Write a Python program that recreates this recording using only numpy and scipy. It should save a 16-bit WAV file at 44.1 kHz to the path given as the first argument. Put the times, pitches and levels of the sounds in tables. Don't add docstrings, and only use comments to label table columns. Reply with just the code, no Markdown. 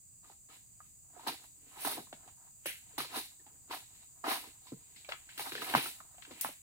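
import sys
import numpy as np
from scipy import signal
from scipy.fft import rfft, irfft, next_fast_len
from scipy.io import wavfile

SR = 44100
rng = np.random.default_rng(int(sys.argv[2]) if len(sys.argv) > 2 else 0)


def materialize(psi):
    bounded = np.clip(np.atleast_2d(psi).T, -1, 1)
    quanta = np.round(bounded * 32767).astype(np.int16)
    wavfile.write(sys.argv[1], SR, quanta)


N = 291925


def from_db(db):
    return 10 ** (np.asarray(db) / 20)


def rms_one(x):
    return x / np.sqrt(np.mean(x ** 2) + 1e-20)


def at_hz(points, hz):
    table_hz, values = np.array(points).T
    return np.interp(np.log(hz), np.log(table_hz), values)


def drift(rate_hz):
    r = np.exp(-2 * np.pi * rate_hz * 40 / SR)
    noise = rng.standard_normal(N // 40 + 2002)
    slow = signal.lfilter([1], [1, -2 * r, r * r], noise)[2000:]
    return np.interp(np.arange(N) / 40, np.arange(len(slow)), rms_one(slow))


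def resonate(x, hz, width_hz):
    r = np.exp(-np.pi * width_hz / SR)
    top = np.array([1, 0, -1]) * (1 - r * r) / 2
    return signal.lfilter(top, [1, -2 * r * np.cos(2 * np.pi * hz / SR), r * r], x)


def high_pass(x, hz):
    return signal.sosfilt(signal.butter(2, hz, "high", fs=SR, output="sos"), x)


def colour(x, gain_at):
    size = next_fast_len(N)
    hz = np.maximum(np.arange(size // 2 + 1) * SR / size, 1)
    return irfft(rfft(x, size) * gain_at(hz), size)[..., :N]


def colour_db(x, spectrum):
    return colour(x, lambda hz: from_db(at_hz(spectrum, hz)))


def pair(a, b, likeness):
    def alike(hz):
        return np.clip(at_hz(likeness, hz), 0, 1)
    mid = colour(a, lambda hz: np.sqrt(.5 + .5 * alike(hz)))
    side = colour(b, lambda hz: np.sqrt(.5 - .5 * alike(hz)))
    return np.array([mid + side, mid - side])


# pitch in Hz, relative strength per hertz in dB.
GROVE_SPECTRUM = [(13, -41.5), (22, 0), (118, 4), (450, -19), (747, -20), (1580, -25.5), (2690, -21.5),
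                  (3240, -29), (4840, -19.5), (5390, -35.5), (6850, -3), (7830, -8.5), (11400, -20),
                  (13000, -25.5)]
# pitch in Hz, likeness from 0 to 1.
GROVE_LIKENESS = [(30, 0.13), (130, 0.41), (640, 0.034), (3000, .02)]


def grove():
    level_db = -65 + 0.9 * drift(1.8)
    air = colour_db(pair(*rng.standard_normal((2, N)), GROVE_LIKENESS), GROVE_SPECTRUM)
    return from_db(level_db) * rms_one(air) * from_db([[-1.6], [1.6]])


# pitch in Hz, width in Hz, level in dB over the chorus level.
CHORUS_BANDS = [(4800, 250, -21.5), (7080, 930, -4.5), (7830, 1270, 0.1), (9640, 360, -15),
                (14600, 1300, -8)]
# time in seconds, chorus level in dB.
CHORUS_SWELL = [(0.0, -62.5), (1.77, -61), (5.25, -60.5), (5.68, -57.5), (6.1, -60), (6.62, -61)]


def insects():
    chorus = np.zeros((2, N))
    swell_db = np.interp(np.arange(N) / SR, *np.transpose(CHORUS_SWELL))
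    for hz, width_hz, band_db in CHORUS_BANDS:
        once = resonate(rng.standard_normal((2, N)), hz, width_hz)
        hiss = resonate(once, hz, width_hz)
        wander_db = 0.4 * drift(1.5) + 0.6 * drift(150)
        chorus += from_db(swell_db + band_db + wander_db) * rms_one(hiss)
    return chorus


# pitch in Hz, likeness from 0 to 1.
CROWN_LIKENESS = [(150, 0.91), (700, 0.52), (2000, 0.3), (6000, 0.31), (14000, 0.28)]


def grains(per_s, spread_db, clump_db):
    size_db = spread_db * np.minimum(rng.exponential(1, (2, N)), 5)
    sizes = from_db(size_db) * rng.choice([-1, 1], (2, N))
    born = rng.random((2, N)) < per_s / SR
    clumps = from_db(clump_db * drift(60))
    return pair(*(sizes * born * clumps), CROWN_LIKENESS)


def after_knocks(level_db, t60_s):
    jumps = np.zeros(N)
    jumps[(np.array(KNOCKS)[:, 0] * SR).astype(int)] = from_db(level_db) ** 2
    dying = signal.lfilter([1], [1, -from_db(-120 / (t60_s * SR))], jumps + 1e-18)
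    keep = np.exp(-1 / (0.0036 * SR))
    return np.sqrt(signal.lfilter([1 - keep], [1, -keep], dying))


def crackle(level_db, shaken, spectrum, per_s, clump_db):
    dense = colour_db(grains(per_s, spread_db=2.0, clump_db=clump_db), spectrum)
    return np.hypot(from_db(level_db), shaken) * rms_one(dense)


# pitch in Hz, relative strength per hertz in dB.
LEAFLET_SPECTRUM = [(3530, -25), (6000, -7), (7400, -16.5), (8230, -3.5), (8900, -3), (9940, 2),
                    (10900, -0.5), (14900, -5.5), (16000, -7.5)]


def leaflets(level_db, shaken_db):
    return crackle(level_db, after_knocks(shaken_db, 0.24), LEAFLET_SPECTRUM, per_s=6000, clump_db=1.0)


# pitch in Hz, relative strength per hertz in dB.
RIB_SPECTRUM = [(2800, -35.5), (3500, -0.5), (4100, 1), (4700, -2.5), (5600, -10), (6600, -15.5),
                (8500, -27)]


def thin_ribs(level_db, shaken_db):
    return crackle(level_db, after_knocks(shaken_db, 0.23), RIB_SPECTRUM, per_s=3000, clump_db=0.5)


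# pitch in Hz, relative strength per hertz in dB.
FIBRE_SPECTRUM = [(1100, -26.5), (1600, -9), (2100, -4.5), (2800, -3.5), (3300, -6), (4200, -43.5)]


def tearing_fibre(level_db, shaken_db):
    return crackle(level_db, after_knocks(shaken_db, 0.23), FIBRE_SPECTRUM, per_s=2700, clump_db=0.5)


def rasp(level_db, modes):
    catches = grains(per_s=2300, spread_db=-1.5, clump_db=4.0)
    body = np.zeros((2, N))
    for k, (hz, width_hz, mode_db) in enumerate(modes):
        body += (-1) ** k * from_db(mode_db) * resonate(catches, hz, width_hz)
    middle_hz, broad_hz = modes[len(modes) // 2][0], modes[-1][0]
    return from_db(level_db) * rms_one(resonate(body, middle_hz, broad_hz))


def rattled(level_db, knock_db, t60_s):
    return 20 * np.log10(np.hypot(from_db(level_db), after_knocks(knock_db, t60_s)))


# pitch in Hz, width in Hz, strength in dB going into the last resonance.
BLADE_MODES = [(1780, 15, -4), (2023, 28, -0.5), (2280, 42, -7.5), (2490, 100, -19), (2926, 66, 2),
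               (3140, 35, -7.5), (3860, 170, 6.5)]


def blade(ribs_db, fibre_db):
    return rasp(np.minimum(ribs_db, fibre_db + 6.5) - 6, BLADE_MODES)


# pitch in Hz, width in Hz, strength in dB going into the last resonance.
HOLLOW_MODES = [(261.4, 85, 1), (305.3, 70, 3.5), (443, 97, -4.5)]


def hollow_sheath(level_db, thud_db):
    return rasp(rattled(level_db, thud_db - 13, t60_s=0.06), HOLLOW_MODES)


# pitch in Hz, width in Hz, strength in dB going into the last resonance.
STALK_MODES = [(632, 92, 0), (776.5, 75, 5), (918.5, 25, 6), (1004, 99, 1), (1252, 41, 2),
               (1275.5, 50, 1.5), (1572, 110, -10.5), (1653, 34, -3.5), (1894, 560, -13)]


def stalk(level_db, ring_db, ring_t60_s):
    longer_db = 1.5 * np.log2(np.maximum(ring_t60_s, .004) / 0.056)
    return rasp(rattled(level_db, ring_db - 14 + longer_db, t60_s=0.048), STALK_MODES)


STROKES = [(0.231, -0.93, 0.087, -68.5, -79, -76, -73, -71),
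           (0.488, -0.96, 0.066, -66.5, -71, -64, -65, -64.5), (0.798, 1, 0.081, -85, -95, -77, -80, -71),
           (1.184, 0.13, 0.038, -59.5, -65, -66.5, -66.5, -64),
           (1.234, 0.04, 0.056, -56.5, -58, -65.5, -61, -60),
           (1.267, -0.04, 0.005, -38, -62, -49.5, -57, -56),
           (1.282, -0.14, 0.0047, -40, -43.5, -48, -44.5, -47),
           (1.427, 0.34, .02, -66.5, -75, -70, -67, -61), (1.685, 0.26, 0.015, -93, -69, -68, -71.5, -67),
           (1.783, 0.16, 0.068, -54, -65.5, -51, -53, -41.5),
           (1.848, -0.0681, 0.029, -37, -47.5, -46.5, -43.5, -35.5),
           (1.905, 0.14, 0.033, -47, -53.5, -49.5, -48, -45),
           (1.971, -0.09, 0.0082, -52, -45, -76, -69, -69), (2.282, 0.5, 0.0044, -65, -72.5, -73, -75, -77),
           (2.47, 0.35, .005, -70, -81, -79, -79, -79), (2.666, 0.03, 0.03, -61, -73, -44, -52, -45),
           (2.92, 0.1, 0.058, -71.5, -71.5, -86, -84, -75),
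           (2.981, -0.03, 0.0064, -36.5, -50.5, -49.5, -47, -45),
           (3.083, 0.65, 0.046, -68, -83, -59, -61, -65),
           (3.15, 0.08, 0.029, -41.5, -48, -45.5, -43.5, -40),
           (3.477, 0.7, 0.087, -75.5, -77.5, -80, -90, -86),
           (3.709, .03, 0.04, -46.5, -52, -50.5, -50.5, -47.5),
           (3.82, 0.34, 0.0041, -66.5, -72, -82, -83, -68), (4.026, 0.57, 0.0033, -70, -78, -70, -69, -73),
           (4.241, -0.0136, 0.099, -35.5, -48, -42.5, -42, -38),
           (4.282, -0.0425, 0.037, -34.5, -50.5, -48, -53, -55),
           (4.46, 0.39, .02, -61, -61.5, -61.5, -64, -64), (4.67, 0.1, 0.0029, -65, -73, -70, -64, -66),
           (4.942, 2, 0.079, -80, -80, -87, -66.5, -70), (5.097, 0.04, 0.0034, -53, -77, -69, -65, -60),
           (5.115, -0.03, 0.0018, -47.5, -66, -57, -68, -66), (5.128, 1, 0.052, -90, -86.5, -65, -78, -67),
           (5.295, 2.2, 0.071, -91, -81.5, -63, -66, -64), (5.401, 0.05, 0.019, -49, -82, -49, -47, -43.5),
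           (5.443, -0.05, 0.051, -51, -59, -55.5, -52.5, -48),
           (5.522, -0.04, 0.0092, -49.5, -53.5, -59, -52, -51),
           (5.605, 0.18, 0.028, -57, -52.5, -47.5, -48, -45.5),
           (5.667, 0.09, 0.056, -47.5, -54.5, -45, -47.5, -43.5),
           (5.766, -0.04, 0.011, -43, -39.5, -37, -41.5, -37.5),
           (5.803, 0.5, 0.073, -49.5, -57.5, -48, -48.5, -42), (6.164, 7, 0.052, -72, -88, -76, -72, -72),
           (6.321, 0.1, 0.0055, -60.5, -54.5, -71, -63, -70), (6.36, 1.5, 0.036, -76, -78.5, -74, -80, -72),
           (6.413, 0.26, 0.056, -66, -76, -49.5, -53.5, -46)]
FALL_DB_PER_S = [410, 378, 191, 169.7, 167]
BUILD_DB_PER_S = [1, 30, 200, 250, 380]


def stroke_levels():
    t = np.arange(0, N, 32)[:, None] / SR
    power = 1e-12
    for full_s, swell_s, hold_s, *peaks_db in STROKES:
        early = np.maximum(full_s - t, 0)
        swell_db = -30 * early / max(swell_s, .003)
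        build_s = 0.55 * hold_s
        build_db = -np.clip(full_s + build_s - t, 0, build_s) * BUILD_DB_PER_S
        late = np.maximum(t - full_s - hold_s, 0)
        settle_db = -35.5 - late * 52
        fall_db = np.maximum(-late * FALL_DB_PER_S, settle_db)
        power = power + from_db(peaks_db + fall_db + build_db + swell_db) ** 2
    return [np.interp(np.arange(N) / SR, t[:, 0], 10 * np.log10(p)) for p in power.T]


# pitch in Hz, left over right in dB.
CROWN_BALANCE = [(60, 12), (150, -5), (380, 0.5), (950, -1.5), (2380, 1), (5980, -2), (15000, -2.5)]


def balanced(crown):
    left = colour(crown[0], lambda hz: from_db(at_hz(CROWN_BALANCE, hz) / 2))
    right = colour(crown[1], lambda hz: from_db(-at_hz(CROWN_BALANCE, hz) / 2))
    return np.array([left, right])


def scattered(direct):
    t = np.arange(SR // 5) / SR
    cloud = rng.standard_normal((2, len(t))) * from_db(-60 * t / 0.19) * (t > .002)
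    cloud = high_pass(cloud, 450)
    cloud *= from_db(-7.5) / np.linalg.norm(cloud, axis=1, keepdims=True)
    return direct + signal.fftconvolve(direct, cloud, axes=1)[:, :N]


def stalk_ring(t, ring_db, hz, t60_s):
    phase = 2 * np.pi * hz * (t + 0.16 * 0.0018 * (1 - np.exp(-t / 0.00033)))
    tone = np.sin(phase) + 0.15 * np.sin(1.4 * phase)
    contact_cycles = 0.36 * from_db(-0.28 * (ring_db + 22))
    onset = 1 - np.exp(-t * hz / contact_cycles)
    return tone * from_db(ring_db - 60 * t / np.clip(t60_s, .004, .2)) * onset


def low_thud(t, thud_db, hz):
    sag = 0.55
    phase = 2 * np.pi * hz * (sag * t + (1.3 - sag) * 0.01538 * (1 - np.exp(-t / 0.0151)))
    thud = np.sin(phase) * from_db(thud_db - 60 * t / 0.091) * (1 - np.exp(-t / 0.0013))
    boom_db = -50 + 1.3 * (thud_db + 42)
    boom = np.sin(2 * np.pi * 135.5 * t) * from_db(boom_db - 60 * t / 0.13) * (1 - np.exp(-t / 0.0077))
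    return thud + boom


def crack_and_snap(t, crack_db, leaflet_db):
    hiss, noise = rng.standard_normal((2, len(t)))
    band = signal.butter(3, [1200, 3600], "band", fs=SR, output="sos")
    crack = signal.sosfilt(band, noise) * from_db(crack_db - 60 * t / 0.027) * (1 - np.exp(-t / .0008))
    snap = np.diff(hiss, prepend=0) * from_db(leaflet_db + 1.5 - 60 * t / 0.0093)
    return crack + snap


# start in seconds, ring setting in dB, pitch the ring sags to in Hz, seconds for the
# ring to die by 60 dB (kept within 0.004 to 0.2), thud setting in dB, thud reference pitch in Hz,
# crack setting in dB before its band filter, shaken fibre in dB, shaken leaflets in dB,
# left over right in dB (not for the thud).
KNOCKS = [(0.242, -57, 1214, 0.084, -72, 323, -53, -73, -74, 2),
          (0.297, -42.5, 797, 0.021, -60, 415, -76, -72, -75, -5),
          (0.499, -55, 1270, 0.047, -77, 300, -53, -67, -76, -3),
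          (0.802, -44.5, 1220, 0.035, -74, 201, -75, -85, -74, 0),
          (1.1, -57, 745, 0.025, -75, 302, -72, -82, -82, -4),
          (1.162, -51, 718, 0.054, -54.5, 435, -72, -86, -80, -19),
          (1.193, -41.5, 903, 0.047, -64, 310, -67, -72, -80, 1),
          (1.271, -24.5, 862, 0.022, -41.5, 236, -44, -41, -39, 0),
          (1.439, -50, 890, 0.018, -75, 388, -48, -86, -74, -8),
          (1.771, -43, 890, 0.042, -59, 300, -62, -70, -66, -3),
          (1.862, -32, 900, 0.029, -44, 295, -55, -64, -56, -1),
          (1.978, -29.5, 747, 0.016, -41, 268, -57, -75, -66, 6),
          (2.069, -50, 1040, 0.024, -63, 199, -56, -85, -78, -3),
          (2.126, -32.5, 646, 0.017, -46.5, 274, -32.5, -63, -65, 1.5),
          (2.275, -46.5, 757, 0.034, -65, 262, -47, -65.5, -68, -4),
          (2.6573, -24, 1380, 0.0028, -70, 303, -44, -62, -40.5, -1),
          (2.657, -27, 540, 0.02, -45, 351, -37, -40, -39.5, 1),
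          (2.979, -26, 903, 0.02, -40.5, 290, -25, -45, -39, 1),
          (3.002, -28, 1200, 0.017, -43, 402, -22.5, -44, -44, -2),
          (3.045, -39, 1030, 0.02, -51, 496, -51, -54, -62, 0.5),
          (3.195, -39, 810, 0.024, -51, 398, -57, -66, -62, -3),
          (3.395, -57, 1790, 0.036, -65, 347, -71, -76, -81, -1.0),
          (3.463, -51.5, 850, 0.046, -63, 270, -49, -69, -78, -6),
          (3.709, -32, 947, 0.025, -58, 423, -49, -46.5, -57, 6.5),
          (3.95, -64, 1220, 0.014, -77, 300, -58, -71, -64, -3),
          (4.439, -45, 980, 0.029, -59.5, 476, -53.5, -63, -72, -1),
          (4.668, -51.5, 1006, 0.055, -78, 270, -65, -61.5, -75, -10),
          (4.719, -40, 433, 0.048, -33, 275, -67, -91, -80, -11),
          (4.96, -56.5, 2050, 0.016, -66, 200, -64, -59, -65, 25),
          (5.046, -46, 2320, 0.029, -74, 236, -46, -63, -83, -14),
          (5.088, -32, 582, 0.023, -58, 490, -26, -53.5, -58, 3.5),
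          (5.119, -29, 2035, 0.02, -55, 497, -19.5, -52, -66, 5.5),
          (5.289, -43, 1560, 0.021, -76, 202, -68, -55, -69, -1),
          (5.376, -46, 2080, 0.016, -51, 290, -27.5, -49, -43, 1),
          (5.393, -30.5, 820, 0.026, -44, 435, -24, -69, -42, 4),
          (5.518, -56, 348, 0.012, -41.5, 320, -26, -63, -70, 2),
          (5.551, -37, 445, 0.021, -43.5, 424, -21, -47.5, -66, 1),
          (5.578, -35.5, 1730, 0.027, -49.5, 450, -31, -56, -75, 6),
          (5.618, -26.5, 1260, 0.014, -47, 398, -25.5, -58, -58.5, 0),
          (5.644, -34, 2100, 0.017, -64, 222, -44, -53, -43.5, 4),
          (5.696, -39, 785, 0.018, -43, 384, -26, -55, -55, 4),
          (5.737, -19.5, 830, 0.016, -32, 237, -15, -54, -52, 0.0),
          (5.749, -2.5, 886, 0.0049, -26, 236, -24, -35.5, -37, 1),
          (5.857, -33.5, 1340, 0.031, -48.5, 360, -41, -67, -60, -2),
          (6.0018, -33, 1170, 0.011, -61.5, 195, -53, -70, -73, -1.5),
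          (6.143, -53.5, 676, 0.025, -77, 202, -60.5, -77, -74, 3),
          (6.18, -47, 716, 0.036, -71, 202, -44, -83, -79, 1),
          (6.221, -47, 2850, 0.0096, -75, 206, -43, -57.5, -72, 21),
          (6.249, -47, 2250, 0.015, -77, 200, -32.5, -80, -73, 1),
          (6.308, -39.5, 458, 0.033, -45, 315, -39, -61, -65, 5),
          (6.41, -65, 1980, 0.012, -63.5, 202, -59, -54, -34.5, 33),
          (6.446, -12.5, 880, 0.0062, -43, 270, -60, -67, -57, -0.5),
          (6.487, -36.5, 597, 0.019, -48.5, 293, -60.5, -66.5, -64, -1)]


def knocks():
    out = np.zeros((2, N + SR))
    t = np.arange(SR // 4) / SR
    for s, ring_db, hz, t60_s, thud_db, thud_hz, crack_db, _, leaflet_db, pan_db in KNOCKS:
        bright = stalk_ring(t, ring_db, hz, t60_s) + crack_and_snap(t, crack_db, leaflet_db)
        placed = bright * from_db([[pan_db / 2], [-pan_db / 2]])
        at = int((s + 0.001333) * SR)
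        out[:, at:at + len(t)] += placed + low_thud(t, thud_db, thud_hz)
    return scattered(high_pass(out[:, :N], 95))


def scene():
    stalk_db, hollow_db, fibre_db, ribs_db, leaflet_db = stroke_levels()
    (s, ring_db, _, ring_t60_s, thud_db, _, _,
     shaken_fibre_db, shaken_leaflet_db, _) = np.transpose(KNOCKS)
    ribs_share_db = np.clip((ribs_db - fibre_db)[((s + .011) * SR).astype(int)], -15, 4)
    crown = leaflets(leaflet_db, shaken_leaflet_db)
    crown += thin_ribs(ribs_db, shaken_fibre_db + ribs_share_db)
    crown += tearing_fibre(fibre_db, shaken_fibre_db)
    crown += blade(ribs_db, fibre_db)
    crown += hollow_sheath(hollow_db, thud_db)
    crown += stalk(stalk_db, ring_db, ring_t60_s)
    left, right = balanced(high_pass(crown, 110)) + knocks()
    left = np.roll(left, 6)
    return grove() + insects() + np.array([left, right])


def record(dry):
    return signal.sosfilt(signal.ellip(12, .5, 60, 15850, fs=SR, output="sos"), dry)


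dry = scene()
out = record(dry)
materialize(out)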